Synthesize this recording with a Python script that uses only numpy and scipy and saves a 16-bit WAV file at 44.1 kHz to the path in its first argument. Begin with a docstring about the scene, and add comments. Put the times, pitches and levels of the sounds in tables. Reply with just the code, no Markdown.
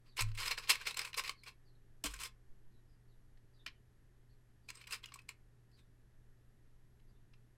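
"""Wooden matches scrape and knock as fingers dig among them in a cardboard tray, close by.
Friction and small impacts excite the resonances of sticks and tray, and single matches tick on a
leather desk pad. Blows set the low modes of the desk thumping, and a hand settles on it.
Behind them are a small quiet room, a fan hum, microphone hiss and faint birds outside."""
import sys
import numpy as np
from scipy import signal
from scipy.fft import rfft, irfft
from scipy.io import wavfile
from scipy.ndimage import uniform_filter1d, map_coordinates

SR = 44100
rng = np.random.default_rng(int(sys.argv[2]) if len(sys.argv) > 2 else 0)


def log_audio(samples):
    """Write samples as a 16-bit WAV file to the path given in sys.argv[1]."""
    # one column per channel
    frames = np.atleast_2d(samples).T
    # limit to full scale, then quantise
    limited = np.clip(frames, -1, 1)
    pcm = np.round(limited * 32767).astype(np.int16)
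    wavfile.write(sys.argv[1], SR, pcm)


N = 333834

# Modes of the tray and its sticks. Each row: frequency in Hz, relative width, weight in dB.
TRAY_MODES = [(468, 14, -9.5), (1040, 29, -0.5), (2300, 140, -4), (2860, 490, 0), (3470, 79, -6.5),
              (4190, 43, 0), (5100, 99, 0), (6160, 7.3, -8), (7850, 110, -5.5), (8170, 170, -8),
              (9200, 140, -10.5), (12100, 900, -14)]
# Broad spectrum of the wood. Each row: frequency in Hz, relative level in dB.
WOOD_SPECTRUM = [(150, -51.5), (250, -22.5), (460, -12), (674, -23.5), (1060, -6.5), (1310, -3.5),
                 (2620, 0.5), (3460, -5), (4120, -1), (12100, -14.5), (16000, -23.5)]
def matches(spots=6, jumps_per_s=150, hollow_hz=1200, bright_hz=6000):
    """Modal filtering: the contact jumps between spots, each with its own mode tuning and weights."""
    grip = amp(2.5 * wander(60))  # the grip is uneven
    tumbles, out = knocks()
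    force = slides() * grip + tumbles
    clicks = jostle()
    spot = rng.integers(0, spots, N)[np.cumsum(rng.random(N) < jumps_per_s / SR)]
    hz = np.fft.rfftfreq(4096, 1 / SR)
    hollow = 1 / (1 + (hz / hollow_hz) ** 8)
    bright = 1 / (1 + (bright_hz / (hz + 1)) ** 8)
    for k, scatter in enumerate(rng.standard_normal((spots, len(TRAY_MODES), 2))):
        peaks = 0
        for (mode_hz, width, db), (detune, boost) in zip(TRAY_MODES, scatter):
            offset_hz = hz - mode_hz * (1 + 0.016 * detune)
            peaks += amp(db + 4.5 * boost) / (1 + (offset_hz / (1.6 * width)) ** 2)
        gain = amp(log_interp(WOOD_SPECTRUM, hz)) * np.sqrt(1 + 4.9 * peaks)
        for push, band in zip(force, (hollow, 1 - hollow - bright, bright)):
            response = minimum_phase(gain * np.sqrt(abs(band)))
            out += signal.oaconvolve(push * clicks * (spot == k), response)[:N]
    return out + panel(force[1] * clicks)


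# Knocks of sticks. Each row: start in seconds, base level in dB, brightness in dB,
# ring frequency in Hz, ring level over the base in dB, fall time of the tumble in ms.
KNOCKS = [(0.167, -33.5, -2, 2230, -10, 12), (.178, -31, -25, 2860, -4, 20),
          (0.191, -21, -18, 1040, -1, 11.5), (.2059, -22.5, -2, 970, -9, 7.9),
          (.2204, -24.5, 1, 2070, -17, 3.4), (0.286, -47, -9, 2170, -15, 4.7),
          (.315, -42, -14, 1040, -11, 5), (0.3494, -40, -3.5, 2390, -12, 8.8),
          (0.372, -34, -6, 2570, -10, 29), (.4094, -40, -10, 2130, -12, 4.6),
          (0.428, -31, -20, 2680, -8, 8), (0.4531, -30, -5, 2590, -10, 20),
          (0.4767, -25, -8, 2830, -6, 5.9), (0.511, -35, 5.5, 1720, -10, 6.6),
          (0.515, -21.5, -17, 4210, -5, 4.5), (0.5771, -27.5, -20, 1670, -3, 4.7),
          (0.5828, -29, -7, 4970, -5, 5), (0.6359, -42, -18, 2780, -8, 8.5),
          (.673, -35, -20, 2860, -6, 5.3), (0.6935, -18, -3.5, 2580, -6, 9.5),
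          (0.703, -20, -6, 4700, -4, 12), (.7531, -27.5, -6.5, 2290, -9, 4.5),
          (.8117, -37.5, -6, 1600, 3.5, 10), (.854, -34, -15, 3300, -18, 7.5),
          (0.8684, -23.5, -11, 2720, -13, 11), (0.908, -28, -7, 3880, -3, 3.4),
          (0.943, -34, -2, 4100, 0, 5), (.969, -28.5, 3.5, 2310, -20, 5.8),
          (0.9909, -24.5, 0.5, 4080, -3, 4.7), (1.0155, -25.5, -8, 2250, -12, 3.1),
          (1.047, -29.5, -6, 1590, -8, 9.9), (1.073, -38, -12, 3770, -7, 5.1),
          (1.1304, -29.5, -14, 2820, -8, 3), (1.141, -27, -10.5, 2330, -10, 7.4),
          (1.1746, -22, -6, 4980, -4, 12), (1.192, -24.5, -27, 2560, -6, 12.5),
          (1.2368, -30, -8, 2520, -6, 4.5), (1.244, -32.5, -11, 2070, 1, 36),
          (1.274, -31.5, -7, 2780, -12, 7.9), (1.2933, -18.5, -11, 1120, -9.5, 4),
          (1.4345, -43.5, -0.5, 2270, 2, 7.2), (1.4599, -44, -17, 2270, -20, 6.1),
          (1.4698, -44, -20, 3600, -12, 15), (2.0388, -32.5, 6.5, 5100, -12.5, 5.4),
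          (2.0535, -35.5, 1.5, 3200, -10, 12), (2.068, -32, -9.5, 2330, -10, 3.5),
          (2.1386, -36, 5, 1560, 1, 4.2), (2.163, -53, 6, 2390, -10, 5), (2.189, -41, -11, 3360, -8, 7.2),
          (2.233, -36.5, 4, 3100, 1, 6), (2.2578, -35, -11, 3470, -1.5, 2.2),
          (3.3734, -57.5, -22, 1810, -6, 4.2), (3.6618, -23.5, -13.5, 2870, -12.5, 5.7),
          (3.673, -35, -20, 1900, -10, 13.6), (4.6875, -39, -7, 2369, 4, 8.8),
          (4.7023, -33, -0.5, 2220, -5.5, 4), (4.752, -55, 12, 4240, -16, 6),
          (4.77, -48.5, -8, 1120, -5, 14), (4.812, -42.5, -10, 2390, -1.5, 7.5),
          (4.8395, -46, -14, 2520, 2, 6.5), (4.858, -62, -2.5, 3000, -10, 2.6),
          (4.87, -38.5, -5, 2470, -6, 9.6), (4.908, -38, -1, 2600, 5, 7.7),
          (4.9228, -37.5, 3, 2730, 10.5, 8.9), (4.9324, -33.5, -17, 2500, -8, 5.7),
          (5.039, -36.5, -17, 3310, 3.5, 7.2), (5.0577, -41, 4.5, 2880, 4.5, 3.3),
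          (5.087, -51, -10, 2800, 7, 5), (5.1197, -39, -16, 1130, -1.5, 5),
          (5.1394, -43.5, 7.5, 2370, 2, 7.4), (5.1576, -46.5, 1, 1100, 8.5, 4),
          (5.1891, -48, -6, 2530, 10, 6.8), (5.2165, -57, 0, 2630, -7, 6.5),
          (5.289, -30, -4.5, 2160, -10, 4.7), (5.7142, -65, -2, 4570, -10, 7),
          (5.79, -65, -10, 2300, 4.5, 6), (6.996, -58.5, -20.5, 1620, -10, 6.7),
          (7.3342, -51.5, -19.5, 2870, -8.5, 9.8)]
def knocks(rise_ms=1.7, ring_t60=.015, high_ring_hz=(6380, 9200)):
    """Impact excitation: returns the tumbling force in three bands and the sticks' damped ringing."""
    force, rings = np.zeros((3, N)), np.zeros(N)
    t = np.arange(4000) / SR
    onset = 1 - np.exp(-t * 1000 / rise_ms)
    high_pitches = rng.uniform(*high_ring_hz, len(KNOCKS))
    for (start, db, bright, hz, ring_db, fall_ms), high_hz in zip(KNOCKS, high_pitches):
        tumble = onset * np.exp(-(t * 1000 / fall_ms) ** 2)  # the sticks jam, so it stops short
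        band_db = db - 15 + np.array([[-15], [0], [bright]])  # hollow, middle, bright
        add(force, start, amp(band_db) * tumble / tumble.max())
        ring = amp(ring_db) * np.sin(2 * np.pi * hz * t)
        ring += amp(bright - 7.5) * np.sin(2 * np.pi * high_hz * t)
        add(rings, start, amp(db - 60 * t / ring_t60) * onset * ring)
    return force, rings


# Sticks sliding in the tray. Each row: time of full force in seconds, level in dB,
# build-up and hold in seconds, hollowness and brightness in dB.
SLIDES = [(0.06, -74.5, .03, 0.02, -6.5, -8.5), (0.194, -40.5, .03, 0.014, -5, 0),
          (.27, -67.5, .03, 0.028, -6, -6.5), (0.402, -44.5, .06, 0.086, -7, -5),
          (0.51, -34.5, .015, 0.0058, -9.5, -8.5), (0.576, -51.5, .01, 0.023, -4, -3.5),
          (0.622, -58.5, .02, .05, -9.5, -10), (.7, -31, .02, 0.0082, -11, -3.5),
          (0.733, -47, .02, 0.017, -8, -8), (0.8, -58.5, .04, 0.059, -5.5, -10.5),
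          (0.866, -44.5, .02, 0.038, -10, -6), (0.968, -44, .012, 0.048, -7.5, -8),
          (1.046, -57.5, .02, 0.038, -3, -2.5), (1.173, -48, .02, 0.024, -2, 1.5),
          (1.246, -57.5, .02, 0.063, -6.5, -4), (1.467, -58, .04, .025, -6, -6),
          (2.04, -44.5, .003, 0.024, -2, 3), (2.093, -59.5, .02, 0.028, -6.5, 0),
          (2.137, -55, .012, 0.025, -5.5, -6), (2.199, -52.5, 0.024, 0.059, -6.5, 0.5),
          (4.687, -59, .01, 0.0084, -2.5, -2.5), (4.735, -67, 0.018, .1, -5, -6),
          (4.892, -63, 0.036, 0.014, 0.5, -5), (4.928, -42, 0.029, 0.0064, -12, -3),
          (4.944, -56.5, .01, 0.014, -6, -3.5), (5.034, -59, .01, 0.013, -4, -6.5),
          (5.078, -73, .02, .12, -4, -11), (5.286, -60, 0.0036, 0.016, -4, -5),
          (5.775, -78.5, .03, .02, -6, -2.5)]
def slides(build_db=25.5, fade_db_per_s=700):
    """Sliding friction: force in three bands builds suddenly as the sticks slip, holds, then fades."""
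    force = np.zeros((3, N))
    for full_at, db, build, hold, hollow, bright in SLIDES:
        t = np.arange(-build, hold + .3, 1 / SR)
        swell = np.clip(1 + t / build, 0, 1) ** 1.7
        level = db - build_db * (1 - swell) - fade_db_per_s * np.maximum(t - hold, 0)
        add(force, full_at - build, amp(level + np.array([[hollow], [0], [bright]])))
    return force


def jostle(clicks_per_s=3500, snaps_per_s=90):
    """Shot noise: tiny collisions between sticks give dense clicks and some snaps over fine friction."""
    sizes = amp(0.49 * np.minimum(rng.exponential(1, N), 3.5))
    clicks = unit_rms(sizes * (rng.random(N) < clicks_per_s / SR))
    snaps = amp(15) * (rng.random(N) < snaps_per_s / SR)
    collisions = (clicks + snaps) * rng.choice([-1., 1.], N)
    return unit_rms(collisions + 0.46 * rng.standard_normal(N))


# Panels or sticks that the grip leaves free to ring. 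Each row: start and end in seconds,
# frequency and bandwidth in Hz, gain in dB. Only rows that end after they start sound.
FREE_MODES = [(0.5, 1.6, 2700, 250, -12.5), (2, 2.11, 3310, 380, -6.5), (4.6, 4.7, 2650, 160, -7.5),
              (4.72, 3.9, 4750, 150, -3), (4.745, 4.8, 8500, 200, -2), (2.5, 2.1, 483, 150, -11.5),
              (5.13, 5.17, 9000, 180, -10.5), (10, 5.2, 1170, 120, -6)]
def panel(drive):
    """Forced resonance: the collisions shake each free part as a single damped mode."""
    out, t = np.zeros(N), np.arange(2000) / SR
    for start, end, hz, width, db in FREE_MODES:
        mode = np.exp(-np.pi * width * t) * np.sin(2 * np.pi * hz * t)
        shaking = drive[round(start * SR):round(end * SR)]
        add(out, start, amp(db) * signal.oaconvolve(shaking, mode / np.linalg.norm(mode)))
    return out


# Blows passed through the desk. Each row: start in seconds, then each desk mode's gain in dB.
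THUMPS = [(0.199, -31.5, -41.5, -23, -61, -64, -58), (2.04, -49, -40.5, -60.5, -45.5, -39, -38.5),
          (3.663, -66, -69, -70.5, -63, -63.5, -54.5)]
# Modes of the desk top. Each row: frequency in Hz, swell time and 60 dB decay time in seconds.
DESK_MODES = [(18.6, .012, .9), (48, 0.018, 0.64), (107.46, .04, .4), (200.4, 0.0026, 0.102),
              (291.7, 0.0034, 0.14), (657, 0.003, 0.047)]
def desk():
    """Damped vibration: after a blow, the desk's low modes swell and die away exponentially."""
    out, t = np.zeros(N), np.arange(SR) / SR
    for start, *levels in THUMPS:
        for db, (hz, swell, t60) in zip(levels, DESK_MODES):
            envelope = amp(db - 60 * t / t60) * (1 - np.exp(-t / swell)) ** 2
            add(out, start, envelope * np.sin(2 * np.pi * hz * t))
    return out


# A hand settling on the desk. Each row: start in seconds, push length in seconds, peak in dB.
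LEANS = [(2.471, 0.074, -46.5), (2.615, 0.11, -50.5)]
def hand():
    """Elastic deflection: the desk gives under a soft push and springs back without ringing."""
    out = np.zeros(N)
    for start, length, db in LEANS:
        progress = np.linspace(0, 2, round(2 * length * SR))
        add(out, start, amp(db) * np.sin(np.pi * progress) ** 2 * np.where(progress < 1, 1, -.4))
    return out


# Distant chirps. Each row: start and length in seconds, first and last pitch in Hz, relative level in dB.
CHIRPS = [(.055, 0.073, 4700, 4500, -80), (0.092, 0.068, 4100, 3580, -83), (1.349, 0.096, 4530, 4040, -77),
          (1.646, 0.072, 4940, 4030, -85.5), (1.74, 0.035, 4300, 3590, -90), (2.702, .12, 4210, 3760, -93),
          (2.87, .1, 5100, 4700, -93), (3.071, 0.091, 4800, 3250, -90.5), (3.528, .06, 4840, 4550, -85.5),
          (3.536, 0.0504, 4200, 3820, -90), (3.587, 0.041, 3680, 3680, -77.5),
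          (3.736, .05, 3040, 2930, -89.5), (4.286, 0.063, 4420, 4290, -89.5),
          (4.624, 0.07, 4630, 4640, -90.5), (5.714, .06, 4610, 4570, -83), (5.755, 0.074, 4290, 3330, -84),
          (7.068, 0.059, 4620, 4500, -92), (7.133, 0.047, 3700, 3560, -91)]
def birds():
    """Random modulation of pitch and level makes short, mostly falling glides sound hoarse."""
    out = np.zeros(N)
    for start, length, first_hz, last_hz, db in CHIRPS:
        progress = np.linspace(0, 1, round(length * SR))
        smooth_noise = unit_rms(uniform_filter1d(rng.standard_normal((2, 8000)), 90))
        warble, flutter = smooth_noise[:, :len(progress)]
        hz = (first_hz + (last_hz - first_hz) * progress) * (1 + 0.037 * warble)
        envelope = amp(db + 3) * (1.5 + 0.68 * flutter) * np.sin(np.pi * progress)
        add(out, start, envelope * np.sin(2 * np.pi * np.cumsum(hz) / SR))
    return out


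# Decay of the small room. Each row: frequency in Hz, 60 dB decay time in seconds.
ROOM_DECAY = [(300, .17), (2500, .17), (6000, .12), (12000, .075)]
def room(sound):
    """Reverberation: sparse random reflections die away, the treble first."""
    taps = np.zeros(SR // 2)
    slots = np.arange(100, SR // 2 - 20, 20)
    taps[slots + rng.integers(0, 20, len(slots))] = rng.choice([-1., 1.], len(slots))
    hz, t, spectra = signal.stft(taps, SR, nperseg=128)
    decay = amp(-60 * t / log_interp(ROOM_DECAY, hz)[:, None])
    tail = signal.istft(spectra * decay, SR, nperseg=128)[1]
    return signal.oaconvolve(sound, tail / np.linalg.norm(tail))[:N]


# Room rumble and microphone hiss. Each row: frequency in Hz, relative spectral density in dB.
AIR_SPECTRUM = [(9, -9.5), (16, 4), (30, -7.5), (80, -15.5), (150, -21.5), (340, -27.5), (410, -26),
                (480, -34.5), (1140, -40.5), (1500, -39.5), (1800, -36.5), (2200, -44.5), (4670, -49.5),
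                (11600, -52.5), (12300, -73.5)]
# Fan hum and two faint high whines. Each row: frequency in Hz, rms level in dB, waver in Hz.
HUM_TONES = [(119.7, -70.5, 0.62), (9600, -108, 2), (11540, -94.5, 3)]
def air(noise_db=-63):
    """Stationary coloured noise lies under tones that waver in pitch and level."""
    colour = amp(log_interp(AIR_SPECTRUM, np.fft.rfftfreq(N, 1 / SR)))
    out = amp(noise_db) * unit_rms(irfft(rfft(rng.standard_normal(N)) * colour, N))
    for hz, db, waver in HUM_TONES:
        peak = np.sqrt(2) * amp(db + wander(6.5))
        out += peak * np.sin(2 * np.pi * np.cumsum(hz + waver * wander(13)) / SR)
    return out


def amp(db):
    """Decibels to gain."""
    return 10 ** (np.asarray(db) / 20)


def unit_rms(x):
    """Scales to rms 1."""
    return x / np.sqrt(np.mean(x ** 2) + 1e-20)


def log_interp(points, hz):
    """Interpolates a table on a log-frequency axis."""
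    known_hz, values = np.transpose(points)
    return np.interp(np.log(hz + 1), np.log(known_hz + 1), values)


def add(mix, start, sound):
    """Superposition: mixes a sound in at a start in seconds."""
    part = mix[..., round(start * SR):][..., :sound.shape[-1]]
    part += sound[..., :part.shape[-1]]


def minimum_phase(gain):
    """Causal impulse response of energy 1 for a one-sided gain."""
    log = np.log(np.maximum(gain, gain.max() * 1e-4))
    log = np.concatenate([log, log[-2:0:-1]])
    phase = -signal.hilbert(log).imag
    taps = np.fft.ifft(np.exp(log + 1j * phase)).real[:len(log) // 4]
    return taps / np.linalg.norm(taps)


def wander(points_per_s):
    """Smooth random curve of rms near 1."""
    points = rng.standard_normal(int(N / SR * points_per_s) + 4)
    return map_coordinates(points, [np.arange(N) / SR * points_per_s], order=3)


def scene():
    """Superposition: matches and birds reverberate, over the desk, the hand and the room air."""
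    sticks, chirps = matches(), birds()
    reflections = room(amp(-12) * sticks + amp(-3.5) * chirps)
    return (sticks + chirps + reflections + desk() + hand() + air())[None]


def record(dry):
    """Band limiting: a steep low-pass removes the highest treble."""
    lowpass = signal.firwin(511, 15900, window=("kaiser", 9), fs=SR)
    return signal.oaconvolve(dry, lowpass[None], "same")


dry = scene()
out = record(dry)
log_audio(out)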